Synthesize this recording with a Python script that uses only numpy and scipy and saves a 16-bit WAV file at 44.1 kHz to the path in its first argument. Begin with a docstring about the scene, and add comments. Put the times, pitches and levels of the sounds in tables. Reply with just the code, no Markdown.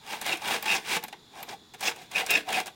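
"""A hand saw rasps into a standing bamboo pole: five strokes, a hesitant pause, four more.
The teeth tear fibres and set the cane's wall and the air inside it ringing. The blade knocks as it
turns in the cut, snags, jolts the pole and chatters when pushed hard. It is night, outdoors:
a hut wall close by answers the saw, and crickets trill faintly behind it."""
import sys
import numpy as np
from scipy import signal
from scipy.fft import rfft, irfft, next_fast_len
from scipy.io import wavfile
from scipy.ndimage import uniform_filter1d, map_coordinates

SR = 44100
rng = np.random.default_rng(int(sys.argv[2]) if len(sys.argv) > 2 else 0)


def dump(signal):
    """Clip the signal to [-1, 1] and save it as 16-bit WAV at the path in sys.argv[1]."""
    limited = np.clip(np.atleast_2d(signal).T, -1, 1)
    pcm = np.round(limited * 32767).astype(np.int16)
    wavfile.write(sys.argv[1], SR, pcm)


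N = 121275

# saw strokes: fastest t/s, rise/s, fall/s, level/dB, hiss send/dB, hollow send/dB, hollow f/Hz,
# shudder send/dB
SAW_STROKES = [(.138, 0.091, 0.057, -36.5, 2, -0.5, 904, -23),
               (.293, .07, .075, -28, -0.5, -4.5, 798, -27.5),
               (.522, 0.093, 0.065, -25.5, 0, -2.5, 890, -25),
               (.735, 0.098, .06, -26.5, 1.5, -4.5, 850, -23.5),
               (0.939, 0.08, 0.041, -24.5, 1, -8.5, 894, -27), (1.406, .08, .04, -45, 2, 6, 827.3, -13),
               (1.502, 0.034, 0.054, -44, 3.5, 7, 822, -13.5),
               (1.868, .049, .04, -26.5, 4.5, -5.5, 798.5, -29), (2.01, .08, .06, -46.5, 2, 0, 765, -16),
               (2.191, 0.06, 0.044, -27, -0.5, -4.5, 771.6, -29),
               (2.342, 0.073, 0.068, -27.5, -1, -5, 714, -24),
               (2.568, 0.076, 0.054, -26.5, -1, -6.5, 784, -21)]
# shrill scrapes on the cane's hard skin: middle t/s, half length/s, level/dB
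SKIN_SCRAPES = [(.765, 0.0087, -28.5), (1.494, .006, -42), (1.868, 0.013, -27)]
# booms from deep in the cut: middle t/s, half length/s, level/dB
BOOM_SWELLS = [(2.222, 0.019, -34), (2.503, 0.024, -31), (2.578, 0.018, -30.5)]
# blade knocks: t/s, level/dB, snap send/dB
BLADE_KNOCKS = [(.128, -32, -8), (.213, -35, 2.5), (.222, -44, 5.5), (.262, -35.5, 5), (.325, -31.5, -8),
                (.371, -45.5, 6.5), (.418, -39, -5), (.475, -34.5, -1.5), (.625, -35, -11),
                (.657, -26.5, -7.5), (.75, -33, 3), (.965, -25.5, -5), (1.026, -42, -6), (1.037, -35, -2.5),
                (1.081, -44, 2), (1.126, -38, -12), (1.428, -39.5, -10), (1.488, -40.5, -5),
                (1.524, -46, -15), (1.737, -43, -5), (1.744, -46, -1), (1.807, -37, 3), (1.826, -34, -5),
                (1.881, -32.5, -15), (1.912, -34.5, -10), (1.96, -47, 1.5), (2.114, -42, 2),
                (2.263, -36, 5.5), (2.305, -28, 6), (2.488, -31.5, -5), (2.527, -33.5, 2), (2.6, -31, -1),
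                (2.659, -38.5, -0.5), (2.668, -40, 3), (2.677, -38, -5)]
# snagging teeth: t/s, level/dB
TOOTH_SNAGS = [(.213, -36), (.625, -25), (1.037, -28.5), (1.428, -31.5), (2.263, -47), (2.309, -21.5)]
# jolts of the pole: t/s, f/Hz, level/dB
POLE_THUDS = [(.213, 237, -49), (0.327, 341.7, -34.5), (0.96, 182.6, -41), (1.037, 230, -45.5),
              (1.488, 409, -44), (2.355, 314, -36.5)]
# blade chatter: middle t/s, half length/s, level/dB
CHATTER_SWELLS = [(0.33, 0.0092, -28), (0.713, 0.029, -24.5), (1.882, .005, -24.5), (2.171, 0.014, -25),
                  (2.208, 0.0077, -36.5), (2.311, .012, -24), (2.354, 0.019, -21.5), (2.55, 0.012, -28)]

# modes of the cane wall: f/Hz, width/Hz, level/dB
WALL_MODES = [(177, 27, -18.5), (319, 34, 2), (436, 16.7, -0.5), (468, 20.5, 4.5), (972, 150, -11),
              (1552, 119, 6.5), (1702, 195, -4), (2080, 143, 8), (2347, 130, 0.5), (2633, 170, 5.5),
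              (2792, 103, 3.5), (3327, 137, 5), (3653, 390, 0.5)]
# modes of the air column: multiple of the hollow pitch, width/Hz, level/dB
AIR_MODES = [(0.939, 133, 6.5), (1.099, 120, 2.5), (1.24, 107, -1.5)]
# the air column's booming mode: f/Hz, width/Hz, level/dB
BOOM_MODE = [(755, 40, 0)]
# modes of a snagged tooth: f/Hz, width/Hz, level/dB
TOOTH_MODES = [(3340, 690, -3), (5300, 1100, -1.5), (7450, 300, 1), (9400, 1300, -2), (12040, 1700, 5.5),
               (14200, 1400, 6)]
# modes of the blade: f/Hz, width/Hz, level/dB
BLADE_MODES = [(1726, 78, -11.5), (2260, 106, -9.5), (2516, 37, 5.5), (2729, 48, 4.5), (3715, 35, -8),
               (5200, 490, -19), (7500, 140, -21)]

# broad rasp of the cane: f/Hz, level/dB
RASP_EQ = [(40, -21), (100, -21), (200, -3.5), (550, -5.5), (750, -5.5), (1250, -3.5), (2300, 4.5),
           (3600, -1), (5000, -8.5), (9000, -19), (16000, -26.5)]
# bright hiss of fibres: f/Hz, level/dB
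HISS_EQ = [(1500, -53), (3500, -11), (5000, 4), (6500, -1.5), (8000, -4.5), (9500, -5), (11000, -15),
           (15500, -11)]
# shrill edge of a scrape: f/Hz, level/dB
SCRAPE_EQ = [(2500, -29), (3400, 6.5), (5200, 6.5), (6400, 1.5), (7600, -3.5), (10000, -10.5),
             (16000, -45.5)]
# low shudder of the pole: f/Hz, level/dB
SHUDDER_EQ = [(20, -15), (40, -14), (70, -11), (130, 2.5), (200, 7), (400, -3), (1000, -18), (4000, -78)]
# crisp top of a knock: f/Hz, level/dB
SNAP_EQ = [(700, -6), (2500, -39), (4000, 2.5), (6000, 7), (9000, 4), (13000, -2), (16000, -2)]
# still night air: f/Hz, level/dB
NIGHT_EQ = [(25, -15), (60, -11), (140, -2), (250, -4), (420, -4.5), (560, -17), (800, -11), (1300, -14.5),
            (2500, -19), (5000, -17.5), (9000, -28), (16000, -33)]

# decay of the yard's reflections: f/Hz, t60/s
YARD_DECAY = [(200, 0.55), (900, 0.21), (3000, 0.19), (12000, 0.18)]
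# cricket voices: f/Hz, spread/Hz, level/dB, trill rate/Hz
CRICKET_BANDS = [(3480, 310, -63.5, 69), (3920, 630, -64, 49), (4760, 480, -75.5, 140),
                 (7000, 250, -73.5, 90)]


def sawing(slowest=.35, edge_db=14.5, drag_db=-13, drag_spread=1.33, hiss_trim_db=-11):
    """Each stroke speeds up and slows down, driving tooth rate and loudness; a light drag outlasts it."""
    t = np.arange(N) / SR
    speed, pushes = np.full(N, slowest), []
    for peak_s, rise, fall, db, *_ in SAW_STROKES:
        away = np.where(t < peak_s, (peak_s - t) / rise, (t - peak_s) / fall)
        curve = np.where(t < peak_s, 1.9, 2.5)  # eases in, stops more squarely
        bite = amp(-edge_db * np.minimum(away, 10) ** curve)
        drag = amp(drag_db - edge_db * (away / drag_spread) ** 2)
        pushes.append(amp(db) * (bite + drag))
        speed = np.maximum(speed, np.sqrt(bite))
    grit = teeth(speed, tear_s=0.00097, rub_db=4.5)
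    air_drive = teeth(speed, tear_s=0.00043, rub_db=4)
    hollow, hiss_env, shudder_env = np.zeros((3, N))
    for push, (*_, hiss_db, hollow_db, hz, shudder_db) in zip(pushes, SAW_STROKES):
        hollow += air_column(air_drive * push * amp(hollow_db), hz)
        hiss_env += push * amp(hiss_db)
        shudder_env += push * amp(shudder_db)
    hiss = amp(hiss_trim_db) * filtered(grit * hiss_env, eq(HISS_EQ))
    scrapes = filtered(grit * swells(SKIN_SCRAPES), eq(SCRAPE_EQ))
    shudder = filtered(rng.standard_normal(N) * shudder_env, eq(SHUDDER_EQ))
    return hollow + cane_wall(grit * sum(pushes)) + hiss + scrapes + shudder


def teeth(speed, tear_s, rub_db, full_speed_hz=750, grip_db=1.38, grip_hz=120):
    """Each tooth tears fibres in a short burst, over plain rubbing; the grip wavers."""
    bites = ticks(full_speed_hz * speed, jitter=0.33, scatter_db=3.5)
    tearing = signal.lfilter([1], [1, -np.exp(-1 / (tear_s * SR))], bites) / np.sqrt(speed)
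    friction = (unit(tearing) + amp(rub_db)) * rng.standard_normal(N)
    return unit(friction * amp(grip_db * wobble(grip_hz)))


def cane_wall(force, ring_db=-5, rasp_db=-6.5):
    """The wall answers a force with woody modes and a broad rasp."""
    return filtered(force, amp(ring_db) * body(WALL_MODES) + amp(rasp_db) * eq(RASP_EQ))


def air_column(force, hz, level_db=-4):
    """The air inside the cane rings hollow around a given pitch."""
    return amp(level_db) * resonate(force, [(hz * ratio, width, db) for ratio, width, db in AIR_MODES])


def booms():
    """Late strokes drive one mode of the air column hard."""
    return swells(BOOM_SWELLS) * resonate(rng.standard_normal(N), BOOM_MODE)


def knocks(knock_db=6.5, knock_t60=0.066, snap_db=2.5, snap_t60=0.037):
    """The blade strikes the side of the cut: a woody knock, a hollow ring and a bright snap."""
    wall_hits = sum(burst(s, db + knock_db, knock_t60) for s, db, _ in BLADE_KNOCKS)
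    air_hits = sum(burst(s, db + knock_db, knock_t60) for s, db, _ in BLADE_KNOCKS)
    snaps = sum(burst(s, db + snap_db + send_db, snap_t60) for s, db, send_db in BLADE_KNOCKS)
    return cane_wall(wall_hits) + air_column(air_hits, hz=870) + filtered(snaps, eq(SNAP_EQ))


def snags():
    """A tooth catches and springs free with a steely click."""
    clicks = sum(burst(s, db, t60=0.024, attack_s=0.00072) for s, db in TOOTH_SNAGS)
    return filtered(clicks, body(TOOTH_MODES))


def thuds(t60=0.2, attack_s=0.0025, lower_ratio=0.91, lower_db=-4):
    """The blade jolts the pole, which rings dully in a close pair of low modes."""
    out = np.zeros(N)
    for start_s, hz, db in POLE_THUDS:
        t = np.maximum(np.arange(N) / SR - start_s, 0)
        phase = 2 * np.pi * hz * t
        pair = np.sin(phase) + amp(lower_db) * np.sin(lower_ratio * phase + rng.uniform(0, 2 * np.pi))
        out += pair * amp(db - 60 * t / t60) * (1 - np.exp(-t / attack_s))
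    return out


def chatter(slip_hz=105, slip_sigma_s=.0019, sustain=.45):
    """Pushed hard, the blade sticks and slips, squeaking in quick bursts."""
    lag = np.arange(-SR // 100, SR // 100) / SR
    pulse = np.exp(-.5 * (lag / slip_sigma_s) ** 2)
    slips = signal.fftconvolve(ticks(slip_hz, jitter=.22, scatter_db=2), pulse, "same")
    ring = filtered(rng.standard_normal(N), body(BLADE_MODES))
    # flatten the ring's level so that the slips set the rhythm
    ring /= np.sqrt(np.abs(uniform_filter1d(ring ** 2, size=300)) + 1e-9)
    return swells(CHATTER_SWELLS) * unit(ring * (slips + sustain))


def yard(x, wet_db=-12.5):
    """The hut wall and the ground scatter back a short tail, longest in the lows."""
    hz, t, noise = signal.stft(rng.standard_normal(SR // 2), SR, nperseg=256)
    decay = amp(-60 * t / along(YARD_DECAY, hz)[:, None])
    tail = signal.istft(noise * decay, SR, nperseg=256)[1]
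    impulse = np.pad(tail, (SR // 250, 0)) / np.linalg.norm(tail)  # 4 ms pre-delay
    return amp(wet_db) * signal.fftconvolve(x, impulse)[:N]


def night(air_db=-58, trill_depth=0.15):
    """A bed of still air and distant crickets, each voice a noise band with a drifting tremolo."""
    t = np.arange(N) / SR
    bed = amp(air_db) * filtered(rng.standard_normal(N), eq(NIGHT_EQ))
    for hz, spread, db, trill_hz in CRICKET_BANDS:
        song = filtered(rng.standard_normal(N), np.exp(-2 * ((grid() - hz) / spread) ** 2))
        trill = 1 + trill_depth * np.sin(2 * np.pi * trill_hz * t + wobble(5.36))
        bed += amp(db) * unit(song * trill)
    return bed


def burst(start_s, db, t60, attack_s=0.00067):
    """A brief crunch of contact noise."""
    t = np.arange(SR // 8) / SR
    crunch = rng.standard_normal(len(t)) * (1 - np.exp(-t / attack_s)) * amp(db - 60 * t / t60)
    return np.pad(crunch, (round(start_s * SR), N))[:N]


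def ticks(rate_hz, jitter, scatter_db):
    """Impulses of uneven size and spacing; jitter is a share of one cycle."""
    cycles = np.cumsum(rate_hz * np.ones(N)) / SR
    timing, size = rng.standard_normal((8192, 2))[:int(cycles[-1])].T
    onsets = np.searchsorted(cycles, np.arange(len(timing)) + jitter * timing)
    return np.bincount(np.minimum(onsets, N - 1), amp(scatter_db * size), N)


def swells(rows):
    """An envelope of rounded swells."""
    t = np.arange(N) / SR
    return sum(amp(db) * np.exp(-.5 * np.abs((t - middle) / half) ** 3) for middle, half, db in rows)


def wobble(rate_hz):
    """A smooth random curve, rate_hz knots a second."""
    return map_coordinates(rng.standard_normal(4096), [np.arange(N) * rate_hz / SR], mode="wrap")


def resonate(x, modes):
    """Ring x through parallel resonators of alternating polarity, normalised by their summed power."""
    ring = sum((-1) ** k * amp(db) * signal.lfilter(*signal.iirpeak(hz, hz / width, SR), x)
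               for k, (hz, width, db) in enumerate(modes))
    return ring / np.sqrt(sum(amp(db) ** 2 * np.pi * width / SR for _, width, db in modes))


def body(modes):
    """Unit-power response of a set of resonances."""
    f = grid()
    return unit(sum((-1) ** k * amp(db) * 1j * f * width / (hz * hz - f * f + 1j * f * width)
                    for k, (hz, width, db) in enumerate(modes)))


def eq(points):
    """Minimum-phase, unit-power response through (f/Hz, level/dB) points."""
    cepstrum = irfft(np.log(amp(along(points, grid()))))
    half = len(cepstrum) // 2
    cepstrum[1:half] *= 2
    cepstrum[half + 1:] = 0
    return unit(np.exp(rfft(cepstrum)))


def filtered(x, response):
    """x through a frequency response given on the grid."""
    size = 2 * (len(response) - 1)
    return irfft(rfft(x, size) * response, size)[:N]


def grid():
    """The filters' frequencies in Hz."""
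    return np.fft.rfftfreq(2 * next_fast_len(N // 2 + SR // 8), 1 / SR)


def along(points, hz):
    """Interpolate (f/Hz, value) points on a log frequency axis."""
    f, values = np.transpose(points)
    return np.interp(np.log(hz + 1), np.log(f + 1), values)


def amp(db):
    """Decibels to gain."""
    return 10 ** (np.asarray(db) / 20)


def unit(x):
    """Scale to rms 1."""
    return x / np.sqrt(np.mean(np.abs(x) ** 2) + 1e-20)


def scene():
    """The saw up front, the yard around it, the night behind, in mono."""
    saw = sawing() + booms() + knocks() + snags() + thuds() + chatter()
    return (saw + yard(saw) + night())[None]


def record(dry):
    """A brick-wall low-pass at 16 kHz trims the top of the mix."""
    return filtered(dry[0], grid() < 16000)[None]


dry = scene()
out = record(dry)
dump(out)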